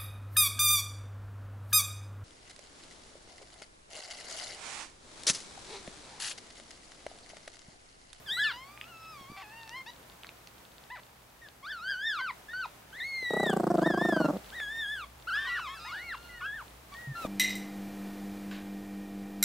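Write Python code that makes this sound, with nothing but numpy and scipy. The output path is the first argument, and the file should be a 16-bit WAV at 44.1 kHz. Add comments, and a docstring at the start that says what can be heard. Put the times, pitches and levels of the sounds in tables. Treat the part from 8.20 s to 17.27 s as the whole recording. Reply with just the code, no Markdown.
"""In a small room, newborn puppies squeak and whimper on a blanket near the microphone, often several at once.
Their cries are near-pure tones with overtones shaped by throat and nose; rasps are uneven pulse trains.
Their mother's licks are ringing noise bursts; her one short growl is flaps of vocal fold pulses with hiss.
The blanket rustles, as coloured noise with ticks, over room noise and a faint mains hum."""
import sys
import numpy as np
from scipy import signal
from scipy.fft import rfft, irfft, next_fast_len
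from scipy.io import wavfile
from scipy.ndimage import uniform_filter1d, map_coordinates

SR = 44100
rng = np.random.default_rng(int(sys.argv[2]) if len(sys.argv) > 2 else 0)


def inscribe(sig):
    """Save sig as 16-bit PCM at rate SR to the path in sys.argv[1].

    A 1-D sig is mono; a 2-D sig holds one channel per row.
    Samples are clipped to [-1, 1] before scaling.
    """
    pcm = np.round(np.clip(np.atleast_2d(sig).T, -1, 1) * 32767)
    wavfile.write(sys.argv[1], SR, pcm.astype(np.int16))


N = 399976
TOP_HZ = 15800  # band limit
MID_PITCH_HZ = 1500  # middle of the puppies' pitch range

# courses of the wavering cries, referred to by WHIMPERS: t/s, pitch f/Hz, level/dB
SQUEAL = [(0.058, 1820, -56), (0.092, 1541, -42.5), (0.132, 1890, -40.5), (0.186, 2027, -40.5),
          (0.216, 1965, -43), (0.242, 1510, -42), (0.33, 910, -51)]
THIN_WHINE = [(0.33, 940, -48), (0.522, 1182, -58), (0.62, 1215, -58), (0.695, 1450, -60),
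              (0.735, 1324, -54.5), (0.916, 1292, -50), (0.986, 1104, -52.5), (1.068, 1077, -55),
              (1.114, 1178, -55), (1.228, 1134, -53)]
LOW_WHINE = [(1.218, 1104, -53), (1.232, 872, -54.5), (1.266, 820, -60.5), (1.366, 928, -56.5),
             (1.5, 882, -56.5), (1.568, 1050, -46.5), (1.62, 1055, -52.5)]
CLIMBING_CRY = [(3.425, 1014, -53), (3.461, 1223, -43), (3.468, 1427, -42), (3.516, 1840, -40),
                (3.523, 1537, -39.5), (3.6, 1247, -46.5), (3.645, 1482, -40.5), (3.703, 1638, -32.5),
                (3.757, 1457, -39), (3.8, 1562, -40), (3.87, 1846, -32), (3.915, 1684, -33.5),
                (3.955, 1350, -36.5), (4.018, 972, -39)]
HIGH_CRY = [(4.725, 1464, -49.5), (4.799, 2175, -43.5), (4.804, 1740, -37), (4.85, 2153, -37.5),
            (4.887, 2184, -38), (5.015, 2072, -37), (5.05, 1970, -35), (5.12, 1914, -36.5),
            (5.225, 1982, -36), (5.289, 1746, -33.5), (5.34, 1388, -42.5)]
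DOUBLE_CRY = [(5.61, 1430, -44.5), (5.668, 1874, -32), (5.752, 1560, -40.5), (5.836, 1826, -33),
              (5.89, 1798, -34), (5.97, 1543, -36.5), (6.07, 1346, -38.5)]
TRIPLE_CRY = [(6.32, 1455, -49), (6.358, 1980, -44), (6.42, 1696, -37), (6.47, 1646, -39.5),
              (6.53, 1797, -39.5), (6.598, 1825, -37), (6.665, 1620, -36.5), (6.73, 1764, -37),
              (6.77, 1596, -40), (6.85, 1052, -44.5)]
SHARP_CRY = [(7.07, 1270, -37), (7.092, 1560, -33.5), (7.108, 1293, -35), (7.145, 1640, -30),
             (7.195, 1786, -32.5), (7.245, 1788, -36.5), (7.29, 1967, -37), (7.347, 1938, -34),
             (7.375, 1688, -35), (7.403, 953, -37)]
ANSWER = [(7.15, 1206, -40.5), (7.19, 1545, -46), (7.244, 1612, -44), (7.306, 1370, -44.5),
          (7.406, 1492, -42.5), (7.482, 1031, -41), (7.55, 1140, -47)]
HELD_WHINE = [(7.245, 1275, -50), (7.282, 992, -44.5), (7.335, 1393, -53), (7.48, 1264, -54),
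              (7.778, 1468, -52.5), (7.9, 1363, -55), (8.19, 1448, -56.5)]
SINKING_WHINE = [(7.485, 1645, -51), (7.519, 1834, -57), (7.559, 1705, -50), (7.603, 1211, -54.5),
                 (7.675, 1273, -49), (7.8, 630, -60.5)]
SOARING_CRY = [(7.705, 1100, -43.5), (7.745, 1570, -38.5), (7.846, 2270, -47), (7.89, 2117, -42.5),
               (7.924, 1743, -37.5), (7.957, 900, -40)]
LAST_CRY = [(8.205, 1413, -54), (8.222, 1416, -39), (8.272, 1650, -36), (8.315, 1668, -39.5),
            (8.36, 1843, -41.5), (8.395, 1450, -42), (8.432, 810, -49.5)]
CATCHING_WHINE = [(8.204, 1410, -45), (8.219, 1047, -44), (8.234, 1222, -47), (8.267, 1383, -41)]
LOUD_YELP = [(.166, 1300, -41), (.2, 1665, -28), (.25, 1762, -30), (.29, 1728, -34), (.322, 1280, -39.5)]
CREAKING_YELP = [(2.699, 831, -50), (2.718, 1008, -48), (2.748, 1014, -48.5), (2.768, 725, -53),
                 (2.801, 397, -66)]


def amp(db):
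    """Amplitude factor of a level in dB."""
    return 10 ** (np.asarray(db) / 20)


def unit(x):
    """x scaled to rms 1."""
    return x / np.sqrt(np.mean(x ** 2) + 1e-20)


def along(points, hz):
    """(f/Hz, value) points, interpolated on a log frequency axis."""
    f, v = np.transpose(points)
    return np.interp(np.log(hz + 1), np.log(f + 1), v)


def curves(rows, t):
    """Each column after the time, interpolated at the times t."""
    s, *cols = np.transpose(rows)
    return [np.interp(t, s, c) for c in cols]


def span(start, end):
    """Sample times of a stretch and a gate with 2.3 ms edges."""
    t = np.arange(int(start * SR), int(max(end, start + .01) * SR)) / SR
    return t, np.clip(np.minimum(t - t[0], t[-1] - t) / 0.0023, 0, 1)


def add(track, s, x):
    """Mix x into the track at s seconds."""
    i = int(np.clip(s * SR, 0, N))
    track[..., i:i + x.shape[-1]] += x[..., :N - i]


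def wobble(t, rate):
    """A smooth random curve, rate knots a second."""
    at = (t - t[0]) * rate
    return map_coordinates(rng.standard_normal(int(at[-1]) + 4), [at])


def filtered(x, response):
    """x with its spectrum multiplied by response(hz)."""
    m = next_fast_len(x.shape[-1] + 8192)
    hz = np.fft.rfftfreq(m, 1 / SR)
    return irfft(rfft(x, m) * response(hz), m)[..., :x.shape[-1]]


def noise(spectrum, size=N):
    """Coloured noise of rms 1."""
    return unit(filtered(rng.standard_normal(size), lambda hz: amp(along(spectrum, hz))))


def wide_noise(spectrum, side_db):
    """Stereo noise, nearly the same at both ports."""
    return noise(spectrum) + amp(side_db) * noise(spectrum) * np.array([[1], [-1]])


def tap(hz, t60, width):
    """A short decaying burst of one tone and a noise band around it, peak 1."""
    t = np.arange(SR // 8) / SR
    grit = noise([(hz / 4, -16), (hz, 0), (hz * 1.42, -4), (hz * 1.75, -19), (hz * 4, -32)], size=len(t))
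    envelope = amp(-60 * t / t60) * (1 - np.exp(-t / 0.0002))
    x = (np.sin(2 * np.pi * hz * t) + width * grit) * envelope
    return x / np.abs(x).max()


def background(air_db, fibre_db):
    """Fur brushes the blanket, with single fibres ticking, over room noise and hum."""
    # stirring on the blanket, before a 2.7 dB cut: t/s, level/dB
    stirring = [(0, -53.5), (1.2, -54), (2.3, -54), (3.1, -56.5), (5, -53), (6.25, -50), (6.9, -54),
                (8.93, -52), (9.02, -45)]
    # colour of the rustle: f/Hz, gain/dB
    blanket = [(53, -40), (90, -11), (122, -3.5), (434, -7.5), (800, -6), (4840, -19), (15500, -22.5)]
    # colour of the room noise: f/Hz, gain/dB
    air = [(12, -48), (20, -5), (64, 2), (92, -4), (122, -34), (333, -33), (15500, -25.5)]
    # mains hum: t/s, fundamental level/dB, second harmonic level/dB; both waver
    hum_levels = [(0, -68, -63), (3, -71, -74), (4.8, -67, -72), (5.6, -61, -68)]
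    mains_hz = 60
    t = np.arange(N) / SR
    stir = amp(curves(stirring, t)[0] - 2.7 + .8 * wobble(t, 12))
    ticks = (rng.random(N) < 25 / SR) * rng.standard_normal(N)  # about 25 a second
    fibres = unit(signal.fftconvolve(ticks, tap(3100, 0.0039, width=2.3))[:N])
    rustle = stir * (wide_noise(blanket, side_db=-11) + amp(fibre_db) * fibres)
    hum = np.zeros(N)
    for k, db in enumerate(curves(hum_levels, t), 1):
        level = amp(db + 1.5 * wobble(t, 15)) * np.sqrt(2)
        hum += level * np.sin(2 * np.pi * k * mains_hz * t + 2.2 * wobble(t, 12.0))
    return rustle + hum + amp(air_db) * wide_noise(air, side_db=-12)


def overtones(phase, hz, t, slope_db, dip_hz, flicker_db, count=7):
    """Harmonics above the fundamental, shaped by the throat to rms about 1, less the band that the nose swallows."""
    # a puppy's throat: f/Hz, gain/dB
    throat = [(1600, -0.5), (2100, 7.5), (3500, 9), (5100, 1.5), (5950, -8), (9000, -14), (15000, -19)]
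    nose_dip_db, nose_half_width_octaves = 11.5, 0.19
    k = np.arange(2, count + 1)[:, None]
    gains = amp(along(throat, k * hz) + slope_db * np.log2(k)) * (k * hz < TOP_HZ)
    gains = gains / np.sqrt(np.sum(gains ** 2, axis=0) / 2)
    octaves_off = np.log2(k * hz / dip_hz)
    nose = amp(-nose_dip_db * np.exp(-(octaves_off / nose_half_width_octaves) ** 2))
    flicker = amp(flicker_db * np.array([wobble(t, 35.9) for _ in k]))
    return np.sum(gains * nose * flicker * np.sin(k * phase), axis=0)


def cry(t, hz, level_db, bright_db, slope_db, dip_hz, jitter=0.00356, shimmer=0.023):
    """Tiny vocal folds whistle almost purely; slack folds, at low pitch, tremble more and sound richer."""
    attack_s, release_s = .005, .003
    # per dB below the cry's peak: overtones weaken and fall off faster
    effort_bright_db, effort_tilt_db = 0.3, 0.02
    purity_db_per_octave = 5.5  # overtones fade as the pitch climbs
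    pan_db = 0.26  # left over right
    gate = np.clip(np.minimum((t - t[0]) / attack_s, (t[-1] - t) / release_s), 0, 1)
    hz = uniform_filter1d(hz, size=350, mode="nearest")
    slack_db = level_db.max() - level_db
    slope_db = slope_db - effort_tilt_db * slack_db
    over_db = bright_db - effort_bright_db * slack_db - purity_db_per_octave * np.log2(hz / MID_PITCH_HZ)
    tremble = jitter * (MID_PITCH_HZ / hz) ** 2 * (wobble(t, 59.95) + wobble(t, 900))
    hz = hz * (1 + tremble)
    phase = 2 * np.pi * np.cumsum(hz) / SR
    tone = np.sqrt(2) * np.sin(phase)
    tone = tone + amp(over_db) * overtones(phase, hz, t, slope_db, dip_hz, flicker_db=2.5)
    voice = tone * gate * amp(level_db) * (1 + shimmer * wobble(t, 800))
    return voice * amp([[pan_db / 2], [-pan_db / 2]])


def rasp(start, end, pitch, db):
    """The folds slip to a low pitch and beat unevenly, each beat a decaying noise ring."""
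    # throat of a rasp: f/Hz, gain/dB
    rasp_throat = [(450, -18), (750, -1), (2400, 0.5), (3800, -9), (6000, -17), (10000, -45)]
    t, gate = span(start, end)
    cycles = np.cumsum(pitch * (1 + .05 * wobble(t, pitch))) / SR
    pulses = np.diff(np.floor(cycles), prepend=0) * amp(2 * rng.standard_normal(len(t)))
    ring = rng.standard_normal(len(t)) * np.exp(-(t - t[0]) * pitch)
    beats = signal.fftconvolve(pulses, ring)[:len(t)]
    voice = filtered(beats, lambda hz: amp(along(rasp_throat, hz)))
    return amp(db) * gate * unit(voice)


def arch(t, top, start_hz, top_hz, end_hz):
    """The pitch of one push of breath: it rounds over at its top, with a start and an end of its own."""
    arch_power = 1.85  # 2 is a parabola, 1 a pointed roof
    rising = t < top
    away = np.abs(t - top) / np.maximum(np.where(rising, top - t[0], t[-1] - top), 1 / SR)
    return top_hz + (np.where(rising, start_hz, end_hz) - top_hz) * away ** arch_power


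def puppies():
    """Wavering cries, short squeaks and rasps from the heap, all fluttering in the tremors."""
    # wavering cries: course, overtone level/dB, overtone slope/(dB/octave), nose dip f/Hz
    whimpers = [(SQUEAL, 6.6, -2, 6000), (LOUD_YELP, -5.5, -11, 2900), (THIN_WHINE, -2.2, -1.3, 3740),
                (LOW_WHINE, 3.2, -10.5, 3520), (CREAKING_YELP, 1, -18.5, 3000),
                (CLIMBING_CRY, -3.5, -7, 2750), (HIGH_CRY, -4.5, -3.5, 5220), (DOUBLE_CRY, -10.5, 0, 2060),
                (TRIPLE_CRY, -5, -1.7, 5000), (SHARP_CRY, -12, -0.78, 6700), (ANSWER, -4.5, -3, 4340),
                (HELD_WHINE, 0, -7, 2030), (SINKING_WHINE, 0.74, 2.8, 3060), (SOARING_CRY, -13, -4, 6700),
                (LAST_CRY, -16, -12, 5600), (CATCHING_WHINE, -7, -5, 4300)]
    # squeaks, one pitch arch each: t/s, rise/s, fall/s, start f/Hz, top f/Hz, end f/Hz,
    # level at the top/dB, overtone level/dB, overtone slope/(dB/octave)
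    squeaks = [(1.66, 0.035, 0.012, 850, 966, 956, -51, 2, -4),
               (3.215, 0.0064, 0.058, 2070, 1875, 1570, -52, -10, 0),
               (3.985, 0.042, 0.087, 1344, 1563, 910, -36.5, -3.5, -17),
               (4.283, 0.053, 0.0032, 1660, 1874, 1800, -45, -11, -7),
               (4.331, 0.07, 0.051, 1422, 1540, 1190, -36.5, -8, -9),
               (4.449, 0.0016, 0.013, 1180, 1084, 694, -36.5, -15.5, 1),
               (7.645, 0.062, 0.0072, 784, 1113, 1100, -47.5, 0.5, -23),
               (8.089, 0.0086, 0.12, 2040, 2004, 1710, -50, -22, -10),
               (8.717, 0.022, 0.018, 1110, 1140, 1070, -50, -8.5, 1),
               (8.744, 0.058, 0.16, 1786, 1916, 1730, -48, -23, -12),
               (8.95, 0.042, 0.075, 1377, 1367, 1147, -42, -6.5, -11)]
    # rasps: start t/s, end t/s, pitch f/Hz, level/dB
    rasps = [(1.162, 1.224, 386, -48), (2.753, 2.803, 331, -55), (7.143, 7.41, 379.5, -50.5)]
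    # flutter of a hard-pushed cry: start t/s, end t/s, rate f/Hz, depth [0-1]
    tremors = [(3.665, 3.745, 125, .5)]
    squeak_db_per_octave, squeak_dip_hz = 2.5, 3010  # level follows pitch
    out = np.zeros((2, N))
    for course, bright_db, slope_db, dip_hz in whimpers:
        t, _ = span(course[0][0], course[-1][0])
        hz, level_db = curves(course, t)
        add(out, t[0], cry(t, hz, level_db, bright_db, slope_db, dip_hz))
    for start, rise, fall, start_hz, top_hz, end_hz, db, bright_db, slope_db in squeaks:
        t, _ = span(start, start + rise + fall)
        hz = arch(t, start + rise, start_hz, top_hz, end_hz)
        level_db = db + squeak_db_per_octave * np.log2(hz / top_hz)
        add(out, start, cry(t, hz, level_db, bright_db, slope_db, squeak_dip_hz))
    for start, end, pitch, db in rasps:
        add(out, start, rasp(start, end, pitch, db))
    for start, end, rate, depth in tremors:
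        t, _ = span(start, end)
        swing = np.sin(2 * np.pi * rate * t + wobble(t, 50))
        beat = np.zeros(N)
        add(beat, start, depth * np.sqrt(np.hanning(len(t))) * swing)
        out = out * (1 + beat)
    return out


def nuzzling():
    """Licks and bumps ring briefly in one broad resonance; a low grunt is a gated tone."""
    # wet smacks of tongue and lips: t/s (0.9 ms early), peak level/dB (before +10 dB), resonance f/Hz
    smacks = [(0.575, -44, 2420), (0.612, -34.5, 2530), (0.6406, -46.5, 2540), (1.432, -45, 3600),
              (1.476, -46, 3800), (1.493, -39, 3930), (2.0333, -41.5, 3040), (2.045, -40.5, 1600),
              (2.0679, -43, 3440), (2.0901, -42.5, 2440), (2.2722, -43, 4240), (3.739, -51, 1770),
              (6.4007, -37, 1540)]
    # soft bumps of bodies and paws: t/s, peak level/dB, f/Hz
    bumps = [(1.011, -40.5, 219.5), (1.1, -38.5, 189.7), (1.118, -38, 241), (5.027, -36, 436),
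             (9.049, -25, 615), (9.052, -24, 255)]
    # low grunt: start t/s, end t/s, pitch f/Hz, level/dB
    grunts = [(8.872, 8.925, 137, -39)]
    out = np.zeros(N)
    for s, db, hz in smacks:
        add(out, s + 0.0009, amp(db + 10.0) * tap(hz, t60=12 / hz, width=0.91))
    for s, db, hz in bumps:
        add(out, s, amp(db) * tap(hz, t60=0.018, width=0.09))
    for start, end, hz, db in grunts:
        t, gate = span(start, end)
        add(out, start, amp(db) * gate * unit(np.sin(2 * np.pi * hz * (t - start))))
    return out


def pulse_response(spectrum, size=2048):
    """The causal, minimum-phase ring of a throat after one pulse, energy 1."""
    cepstrum = irfft(np.log(amp(along(spectrum, np.fft.rfftfreq(size, 1 / SR)))))
    ring = irfft(np.exp(rfft(2 * cepstrum[:size // 2], size)))
    return ring / np.linalg.norm(ring)


def flaps():
    """(t/s, level/dB, vocal fold cycles) of each flap of the growl."""
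    # flutter, broadly slowing as the breath runs out: t/s, flap rate f/Hz, fold cycles per flap
    flutter = [(5.109, 34.8, 1), (5.138, 32.9, 2), (5.168, 30.7, 2), (5.265, 30.9, 2), (5.298, 28.9, 2),
               (5.471, 28.9, 2), (5.505, 26, 3), (5.582, 26, 3), (5.621, 23.7, 3), (5.663, 24.5, 3),
               (5.7, 27.1, 2), (5.966, 26.2, 2), (6.004, 23.7, 3), (6.047, 24.2, 3), (6.088, 20.3, 4)]
    # push of the growl: t/s, level/dB (relative)
    effort = [(5.11, -28), (5.3, -22.5), (6.05, -22), (6.09, -26.5), (6.14, -33.5)]
    s, end_s = 5.1088, 6.15
    while s < end_s:
        rate, cycles = curves(flutter, s)
        yield s, curves(effort, s)[0], int(np.round(cycles))
        s += 1 / rate


def growl(pulse_db, hiss_db, opening, lips_db, jaw_q):
    """The throat flaps 20 to 35 times a second; each flap passes one to four fold cycles and a puff of air.
    Loose lips and cheeks give every flap a colour of its own."""
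    # fold pitch and bared teeth: t/s, f/Hz, hiss level/dB (relative)
    growl_pitch = [(5.12, 208, 4), (5.3, 197, 9), (5.47, 177, -4), (5.66, 161, -5), (5.72, 184, -5),
                   (5.93, 174, -6), (6.01, 156, -7), (6.09, 140, -5), (6.14, 92, -11)]
    # the mother's throat: f/Hz, gain/dB
    dog_throat = [(55, -34), (115, -16.5), (175, 7), (250, 1.5), (335, -2.5), (460, -4.5), (640, -3),
                  (900, -14.5), (1300, -17), (1900, -32.5), (2600, -52.5), (5000, -40), (12000, -59)]
    # air hissing through her teeth: f/Hz, gain/dB
    teeth = [(2000, -27), (4600, -12), (5500, -14), (8000, 16), (9800, -11), (11900, 7.5), (14000, -22)]
    # mouth opening and closing: t/s, resonance f/Hz, strength of its ring [factor]
    jaw = [(5.12, 645, 1.5), (5.25, 600, 0.86), (5.38, 850, 0.12), (5.55, 653, 0.44), (5.76, 760, .1),
           (6.02, 620, 0.19)]
    quickening = 1.04  # speed-up from one fold cycle to the next within a flap
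    voice, flow, t = np.zeros(N), np.zeros(N), np.arange(N) / SR
    bands_hz = np.geomspace(50, TOP_HZ, num=40)
    for start, db, number in flaps():
        pulses = np.zeros(SR // 10)
        hz = curves(growl_pitch, start)[0] * np.exp(0.012 * rng.standard_normal())
        lead = closing = 1 / hz
        for k in range(number):
            # the folds kick the air weakly as they open and harder as they close
            cycle = 1 / (hz * quickening ** k)
            opening_s = closing - cycle * rng.normal(.5, .025)
            add(pulses, opening_s, opening * amp([db + 2 * rng.standard_normal()]))
            add(pulses, closing, amp([db + rng.standard_normal()]))
            closing += cycle
        slack_db = lips_db * np.minimum(bands_hz / 900, 1) * rng.standard_normal(len(bands_hz))
        throat = np.transpose([bands_hz, along(dog_throat, bands_hz) + slack_db])
        flap = signal.fftconvolve(pulses, pulse_response(throat))
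        jaw_hz, gape = curves(jaw, start)
        mouth = signal.lfilter(*signal.iirpeak(jaw_hz, jaw_q, SR), flap)
        add(voice, start - lead, flap + gape * mouth)
        puff = np.exp(-t[:len(pulses)] / 0.00099)
        add(flow, start - lead, signal.fftconvolve(pulses, puff))
    bared_db = curves(growl_pitch, t)[1]
    return amp(pulse_db) * voice + amp(hiss_db + bared_db) * flow * noise(teeth)


def room(x, side_db):
    """A small furnished room: a short, soft tail of decaying noise, 5 ms late."""
    # decay: f/Hz, t60/s
    decay = [(150, 0.17), (10000, 0.21)]
    hz, t, z = signal.stft(rng.standard_normal((2, SR // 3)), SR, nperseg=256)
    mid, side = signal.istft(z * amp(-60 * t / along(decay, hz)[:, None]), SR, nperseg=256)[1]
    tail = (mid + amp(side_db) * side * np.array([[1], [-1]])) / np.linalg.norm(mid)
    return signal.fftconvolve(x, np.pad(tail, ((0, 0), (SR // 200, 0))), axes=1)[:, :N]


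def scene():
    """The heap of dogs close by, a little of the room, and the background."""
    mother = growl(pulse_db=22.5, hiss_db=-22.5, opening=0.55, lips_db=3, jaw_q=3.7)
    near = puppies() + mother + nuzzling()
    return near + amp(-12.5) * room(near, side_db=-14.5) + background(air_db=-69.5, fibre_db=-12.5)


def record(dry):
    """Two close ports hear nearly alike; nothing is kept above the band limit."""
    # stereo width: f/Hz, gain of the ports' difference/dB
    width = [(40, -16), (120, -3.5), (250, 5), (700, 9.5), (4000, 10.5), (8500, 7.5), (13000, -8.5)]
    mid, side = (dry[0] + dry[1]) / 2, (dry[0] - dry[1]) / 2
    side = filtered(side, lambda hz: amp(along(width, hz)))
    return filtered(np.array([mid + side, mid - side]), lambda hz: hz < TOP_HZ)


dry = scene()
out = record(dry)
inscribe(out)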